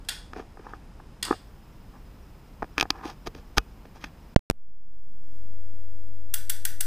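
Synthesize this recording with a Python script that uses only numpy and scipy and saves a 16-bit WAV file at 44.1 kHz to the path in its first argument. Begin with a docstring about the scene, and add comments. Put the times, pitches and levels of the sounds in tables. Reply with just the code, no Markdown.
"""Slow bicycle wheel and a microphone swap

A bicycle stands upside down in a small room. Its rear wheel creeps round, and the pawls (small catches
in the hub) click down one tooth at a time. Fingers knock and rub on the camera. The sound cuts out
with two pops as a brighter microphone is plugged in, and four evenly spaced clicks follow."""
import sys
import numpy as np
from scipy import signal
from scipy.fft import rfft, irfft
from scipy.io import wavfile

SR = 44100
rng = np.random.default_rng(int(sys.argv[2]) if len(sys.argv) > 2 else 0)


def inscribe(sig):
    """Save sig as 16-bit PCM at rate SR to the path in sys.argv[1].

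    A 1-D sig is mono; a 2-D sig holds one channel per row.
    Samples are clipped to [-1, 1] before scaling.
    """
    pcm = np.round(np.clip(np.atleast_2d(sig).T, -1, 1) * 32767)
    wavfile.write(sys.argv[1], SR, pcm.astype(np.int16))


N = 302526
TIME = np.arange(N) / SR
SIZE = 4096   # samples in one short sound
HZ = np.maximum(np.fft.rfftfreq(SIZE, 1 / SR), 1)
# The camera mutes its own microphone, shuts the input, then opens it for the plug-in one.
MUTE_S, SHUT_S, UNMUTE_S = 4.346, 4.393, 4.511


def from_db(db):
    """Turns decibels into a factor to multiply by."""
    return 10 ** (np.asarray(db) / 20)


def at_hz(points, hz):
    """Reads between rows of frequency and value, with octaves evenly spaced."""
    where, value = np.transpose(points)
    return np.interp(np.log(np.maximum(hz, 1)), np.log(where), value)


def add(out, s, sound):
    """Mixes a sound in, starting at s seconds."""
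    start = max(int(round(s * SR)), 0)
    out[start:start + len(sound)] += sound[:N - start]


def noise(spectrum):
    """Steady noise of a given tone colour, with an average power of 1."""
    gain = from_db(at_hz(spectrum, np.fft.rfftfreq(N, 1 / SR)))
    x = irfft(rfft(rng.standard_normal(N)) * gain, N)
    return x / x.std()


def resonances(modes, spread_db=0):
    """Peaks and dips in dB where a body rings well or badly; spread_db varies them at random."""
    power = 0
    for hz, width, db in modes:
        height = from_db(db + spread_db * rng.normal()) ** 2 - 1
        power += height / (1 + (2 * (HZ - hz) / width) ** 2)
    return 10 * np.log10(np.maximum(1 + power, .1))


def ring(force, response_db):
    """A force shakes a body, which rings with the given tone colour."""
    cepstrum = irfft(np.log(from_db(response_db)))
    # Folding this in half makes the ringing follow the blow, never lead it.
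    cepstrum[1:SIZE // 2] *= 2
    cepstrum[SIZE // 2 + 1:] = 0
    return signal.fftconvolve(force, irfft(np.exp(rfft(cepstrum))))


def swings(modes):
    """Pure tones fade after a blow; t60 is the seconds each takes to fall 60 dB."""
    t = np.arange(2 * SIZE) / SR
    return sum(from_db(db - 60 * t / t60) * np.sin(2 * np.pi * hz * t) for hz, db, t60 in modes)


def chatter(hold_s, t60, passes):
    """The force of two touching parts that rattle for a moment, then settle."""
    envelope = from_db(-60 * np.maximum(np.arange(SIZE) / SR - hold_s, 0) / t60)
    force = rng.standard_normal(SIZE) * envelope
    for _ in range(passes):   # even out the strength of all frequencies
        force = irfft(np.exp(1j * np.angle(rfft(force)))) * np.sqrt(envelope)
    return force / np.linalg.norm(force)


def built_in_background(pip_hz=5600, pip_every_s=.25, pip_at_s=1.98, pip_half_s=.0074, top_from_s=1.23):
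    """The room and held camera rumble and its microphone hisses; thin hiss and electrical pips join."""
    # Each row of all three: frequency in Hz, relative level in dB.
    rumble = [(12, -19.5), (22, 0.5), (45, 0), (100, -10.5), (190, -12.5), (300, -18.5), (600, -26),
              (900, -25), (1500, -32), (3000, -40.5), (6000, -66.5)]
    hiss = [(1500, -6), (2500, 5.5), (4800, 2.5), (5080, 11), (5300, 3), (6000, 0.5), (9000, -2.5),
            (12500, -6), (15000, -6)]
    top_hiss = [(6000, -27.5), (11200, -13), (12200, -5.5), (13000, -8.5), (14500, -4), (15200, -1)]
    from_pip_s = (TIME - pip_at_s + pip_every_s / 2) % pip_every_s - pip_every_s / 2
    pips = from_db(-68.5) * np.exp(-(from_pip_s / pip_half_s) ** 2) * np.sin(2 * np.pi * pip_hz * TIME)
    steady = from_db(-46.5) * noise(rumble) + from_db(-67) * noise(hiss)
    top = from_db(-67.5) * noise(top_hiss) + pips
    return (steady + top * (TIME > top_from_s)) * (TIME < MUTE_S)


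def plug_in_background(wake_from_s=4.72, wake_until_s=5.36):
    """Rumble and hiss swell as the plug-in microphone slowly wakes up."""
    # Each row of both: frequency in Hz, relative level in dB.
    rumble = [(20, -1), (45, 1), (80, -15), (190, -15), (300, -21), (600, -29.5), (1200, -35),
              (3000, -44.5), (6000, -50)]
    hiss = [(1500, 3.5), (3000, 0), (4850, -2), (5060, 4.5), (5300, -0.5), (7000, -1.5), (13000, -1.5),
            (15000, 1), (15400, -6)]
    asleep = np.interp(TIME, [wake_from_s, wake_until_s], [1, 0])
    out = from_db(-48.5 - 9.5 * asleep) * noise(rumble)
    out += from_db(-69.5 - 15.5 * asleep) * noise(hiss)
    return out * (TIME > UNMUTE_S)


def supply_offset():
    """The plug-in microphone's power supply slowly pushes the signal away from zero."""
    # Each row: time in seconds, left offset, right offset (1 is full scale).
    offsets = [(4.52, 0, 0), (4.61, .046, .042), (4.85, .054, .049), (5.2, .1, .088), (5.52, .17, .112),
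               (6.86, .147, .088)]
    s, left, right = np.transpose(offsets)
    return np.array([np.interp(TIME, s, left), np.interp(TIME, s, right)])


def room(size=22050, build_s=.0024):
    """A wash of echoes from the walls, dying faster in the treble."""
    # Each row: frequency in Hz, seconds to fade by 60 dB.
    fade_times = [(500, 0.4), (1500, 0.38), (3000, 0.38), (5000, 0.39), (8000, 0.38), (14000, 0.26)]
    # Each row: frequency in Hz, relative level in dB.
    colour = [(300, 9.5), (1700, 6), (3000, 0.5), (5000, 3.5), (8000, -2.5), (15000, -1)]
    t, hz = np.arange(size) / SR, np.fft.rfftfreq(size, 1 / SR)
    spectrum = rfft(rng.standard_normal(size)) * from_db(at_hz(colour, hz))
    centres, t60s = np.transpose(fade_times)
    out = np.zeros(size)
    for share, t60 in zip(np.eye(len(centres)), t60s):
        band = irfft(spectrum * np.interp(hz, centres, share), size)
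        out += band * from_db(-60 * t / t60) * np.sqrt(2 * np.log(1000) / (t60 * SR))
    return out * (1 - np.exp(-t / build_s))


def case_db(crack_db, sizzle_db, spot_hz, limp_hz=1010):
    """The camera case's tone: a limp spot thuds, a nail cracks and sizzles, each spot sounds hollow."""
    # Each row: frequency in Hz, width in Hz, peak or dip in dB.
    case_modes = [(300, 98, 5.5), (450, 26, 4.5), (570, 190, -14.5), (790, 100, 5.5), (1023, 39, 4),
                  (1236, 67, 6.5), (1700, 210, 4.5), (2060, 260, -20), (2475, 220, 11), (2900, 200, -16.5),
                  (3260, 220, 4.5), (4360, 360, -11), (4900, 410, 4.5), (6126, 400, -9), (6250, 350, 1.5)]
    thud_db = 1 + 6 * max(np.log2(limp_hz / spot_hz), 0)   # lower spots are limper
    top_db = crack_db + sizzle_db
    touch = [(50, thud_db - 9), (150, thud_db - 8), (280, thud_db), (480, thud_db - 1.5),
             (750, -.6), (1750, -2.2), (2450, crack_db / 2 - 6.5), (3100, crack_db + .5),
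             (6400, crack_db - 1), (7200, top_db + 2), (12500, top_db), (15000, top_db - 5.5)]
    hollow_note = resonances([(spot_hz, .23 * spot_hz, 9.5)])
    return at_hz(touch, HZ) + resonances(case_modes) + hollow_note - 4.5


def rubs(gain_db=12, sizzle_db=-16, grain_db=3.5):
    """Skin sticks and slips on the case in fine grains, swelling and fading."""
    # Each row: middle and half length in seconds, relative level and crack in dB, spot pitch in Hz.
    slides = [(0.389, 0.032, -43, -15, 694), (0.694, 0.077, -52.5, -16.5, 950),
              (1.285, 0.028, -40.5, -36, 1200), (1.331, 0.021, -42.5, -18, 690),
              (1.951, .015, -51, -31, 1000), (2.806, 0.028, -41.5, -16, 1400),
              (2.979, 0.051, -48, -22, 970), (3.044, .016, -38, -20, 990), (3.085, 0.034, -41.5, -8, 880),
              (3.272, .009, -37, -8.5, 600), (3.377, 0.029, -55.5, -7.5, 447),
              (3.576, 0.005, -26, -9, 1380), (3.966, .014, -51.5, -9.5, 800),
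              (4.041, 0.034, -53, -5.5, 1900)]
    out = np.zeros(N)
    for s, half_s, level_db, crack_db, spot_hz in slides:
        t = np.arange(-2 * half_s, 2 * half_s, 1 / SR)
        slips = np.interp(t, np.arange(-.2, .2, .002), rng.standard_normal(200))
        force = rng.standard_normal(N)[:len(t)] * from_db(grain_db * slips) * np.exp(-(t / half_s) ** 2)
        damping_db = resonances([(1900, 1200, -3.5)])   # the resting finger damps the wall
        tone_db = damping_db + case_db(crack_db, sizzle_db, spot_hz)
        add(out, s - 2 * half_s, ring(force, level_db + gain_db + tone_db))
    return out


def thumps():
    """A hard press pushes the case wall in, and it swings back a few times."""
    # Each row: start in seconds, level in dB.
    presses = [(2.633, -33), (2.831, -28.5), (3.279, -31), (3.5768, -15.5)]
    # Each row: pitch in Hz, relative level in dB, seconds to fade by 60 dB.
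    wall_modes = [(45, 1, .1), (117, -3, .04)]
    out = np.zeros(N)
    for s, db in presses:
        add(out, s, -from_db(db) * swings(wall_modes))
    return out


def knocks(t60=.013, tail_db=-19, tail_t60=.072, dull_db=-9, sizzle_db=-18):
    """Fingers strike the case, which rattles on, duller, while the camera's parts ring faintly."""
    # Each row: start in seconds, relative level in dB, crack in dB (-40 is a soft fingertip,
    # 0 a nail on plastic), pitch of the struck spot in Hz.
    blows = [(0.3332, -4, -13.5, 1400), (0.3629, -5, -24, 430), (0.3974, -4, -32, 405),
             (0.5715, -9.5, -42, 806), (0.594, -10.5, -30, 377), (0.6668, -4, -50, 900),
             (0.7343, -1.5, -52, 1260), (0.9979, -11, -44, 920), (1.3087, 10, -36, 380),
             (1.3106, 13, -46, 1080), (1.3265, 7, -39, 1190), (2.6224, 4.5, -30, 970),
             (2.6274, 8, -28.5, 715), (2.6426, -4.5, -23, 600), (2.7807, 13.5, -9, 2580),
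             (2.7873, 1, -7, 1590), (2.7982, 5.5, -0.5, 2540), (2.8104, 11, 2, 2380), (2.827, 10, -5, 790),
             (2.8536, -2.5, -40, 760), (2.9024, -0.5, -9, 550), (2.9046, 12.5, -3, 4600),
             (3.0541, -3.5, -7.5, 312), (3.2712, 0, -5, 480), (3.3483, -8.5, -7.5, 470),
             (3.5692, -3, -4, 279), (3.5816, 17.5, -1, 1460), (3.853, -12.5, -15, 600),
             (4.0408, 0, -7.5, 2300), (4.044, -2.5, -8, 2010)]
    # Each row: pitch in Hz, relative level in dB, seconds to fade by 60 dB.
    after_ring = [(1307, -64, .08), (2544, -66, .13), (2903, -66, .15), (12540, -33, .025)]
    out = np.zeros(N)
    for s, level_db, crack_db, spot_hz in blows:
        contact_s = .0016 * 2 ** (-level_db / 7)   # a blow 7 dB stronger is half as long
        blow = chatter(contact_s, t60, passes=3)
        add(out, s, ring(blow, level_db + case_db(crack_db, sizzle_db, spot_hz)))
        rattle = chatter(contact_s, tail_t60, passes=1)
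        add(out, s, ring(rattle, level_db + tail_db + case_db(crack_db + dull_db, sizzle_db, spot_hz)))
    return out + signal.fftconvolve(out, swings(after_ring))[:N]


def plug_pops(capacitor_s=.0089, step_db=-23, settle_s=.0041):
    """The plug's contacts throw two electrical pulses; a small step follows as the input opens."""
    # Each row: start and length in seconds, height (1 is full scale), rise and fall in seconds.
    left = [(4.36208, .0008, -1.08, .0001, .0001), (4.5003, .0003, .5, .00001, .00001)]
    right = [(4.36208, .0022, -1.25, .0001, .0006), (4.50066, .00065, .62, .00001, .00001)]
    out, t = np.zeros((2, N)), np.arange(SIZE) / SR
    for channel, contacts in zip(out, (left, right)):
        for s, length_s, height, rise_s, fall_s in contacts:
            pop = np.interp(t, [0, rise_s, length_s, length_s + fall_s], [0, height, height, 0])
            if s <= SHUT_S:   # the input's capacitor adds a tail, cut off when the input shuts
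                pop = signal.lfilter([1, -1], [1, -np.exp(-1 / (capacitor_s * SR))], pop)
                pop *= s + t < SHUT_S
            add(channel, s, pop)
        add(channel, UNMUTE_S, -from_db(step_db) * np.exp(-t / settle_s))
    return out


def bounces(length_s, count=4, growth_db=1.5):
    """A pawl hops a few times at uneven intervals before it comes to rest."""
    taps, hop = np.zeros(SIZE // 4), np.arange(count)
    hop_s = length_s * (hop + rng.uniform(-.4, .4, count) * (hop > 0)) / count
    taps[(hop_s * SR).astype(int)] = from_db(growth_db * hop / count) * rng.choice([-1, 1], count)
    return taps / np.linalg.norm(taps)


def pawl_clicks(built_in_room_db=-4, plug_in_room_db=-6.5):
    """Each pawl snaps onto a tooth, bounces and sets hub, sprockets and spokes ringing into the room."""
    # Each row: start in seconds, relative level in dB, bounce length in seconds, boosted pitch in Hz.
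    drops = [(0.048, -34.5, .002, 3960), (0.0869, -0.5, .008, 3340), (1.2267, -1.5, 0.0048, 4870),
             (1.25, -8, .003, 8000), (6.3390, 1, .0045, 3390), (6.4964, 1, .0054, 8000),
             (6.6515, 0.5, 0.0042, 1910), (6.8064, 0, .0036, 8100)]
    # The hub's broad tone. Each row: frequency in Hz, relative level in dB.
    hub_colour = [(150, -16), (500, -22), (800, -10), (1200, -14), (1500, 1), (2400, -4.5), (4000, -3),
                  (6800, -1), (7800, 6.5), (12000, 1.5), (15500, 6)]
    # Its ringing notes. Each row: pitch in Hz, width in Hz, dB above the broad tone.
    hub_modes = [(1480, 120, 2.6), (1840, 140, 4), (2800, 73, 7.3), (3396, 220, 9.8), (4670, 170, 3),
                 (5960, 130, 7.5), (7950, 96, 2.5), (8400, 120, 2.8), (9870, 80, 6.6), (10425, 100, 7),
                 (10960, 45, 8), (11517, 45, 7), (12700, 350, 7.5), (14930, 110, 8)]
    # The camera's own microphone. 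Each row: frequency in Hz, dB compared with the plug-in one.
    built_in = [(400, 9), (1700, 2), (3400, 4.5), (4900, 7.5), (5400, 5), (5900, -7), (6600, 4),
                (7600, -4.5), (9100, 0.5), (10500, -11), (12000, -7.5), (12800, -11), (15300, -20.5)]
    out = np.zeros(N)
    for s, level_db, bounce_s, boost_hz in drops:
        hub_db = at_hz(hub_colour, HZ) + resonances(hub_modes, spread_db=1.7)
        hub_db += resonances([(boost_hz, 240, 4)])
        microphone_db = at_hz(built_in, HZ) if s < MUTE_S else 0
        room_db = built_in_room_db if s < MUTE_S else plug_in_room_db
        snap = ring(chatter(hold_s=.0004, t60=.044, passes=5), hub_db + microphone_db + level_db)
        add(out, s, signal.fftconvolve(snap, bounces(bounce_s)))
        add(out, s, from_db(room_db) * signal.fftconvolve(snap, room()))
    return out


def scene():
    """Both channels carry the same sound, except for the plug's pops and the supply offset."""
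    sound = pawl_clicks() + knocks() + rubs() + thumps() + built_in_background() + plug_in_background()
    return sound + plug_pops() + supply_offset()


def record(dry):
    """The camera flattens peaks beyond full scale and cuts the highest treble."""
    low_pass = signal.firwin(201, cutoff=15300, fs=SR, window="blackman")
    return signal.fftconvolve(np.clip(dry, -1, 1), low_pass[None], "same", axes=1)


dry = scene()
out = record(dry)
inscribe(out)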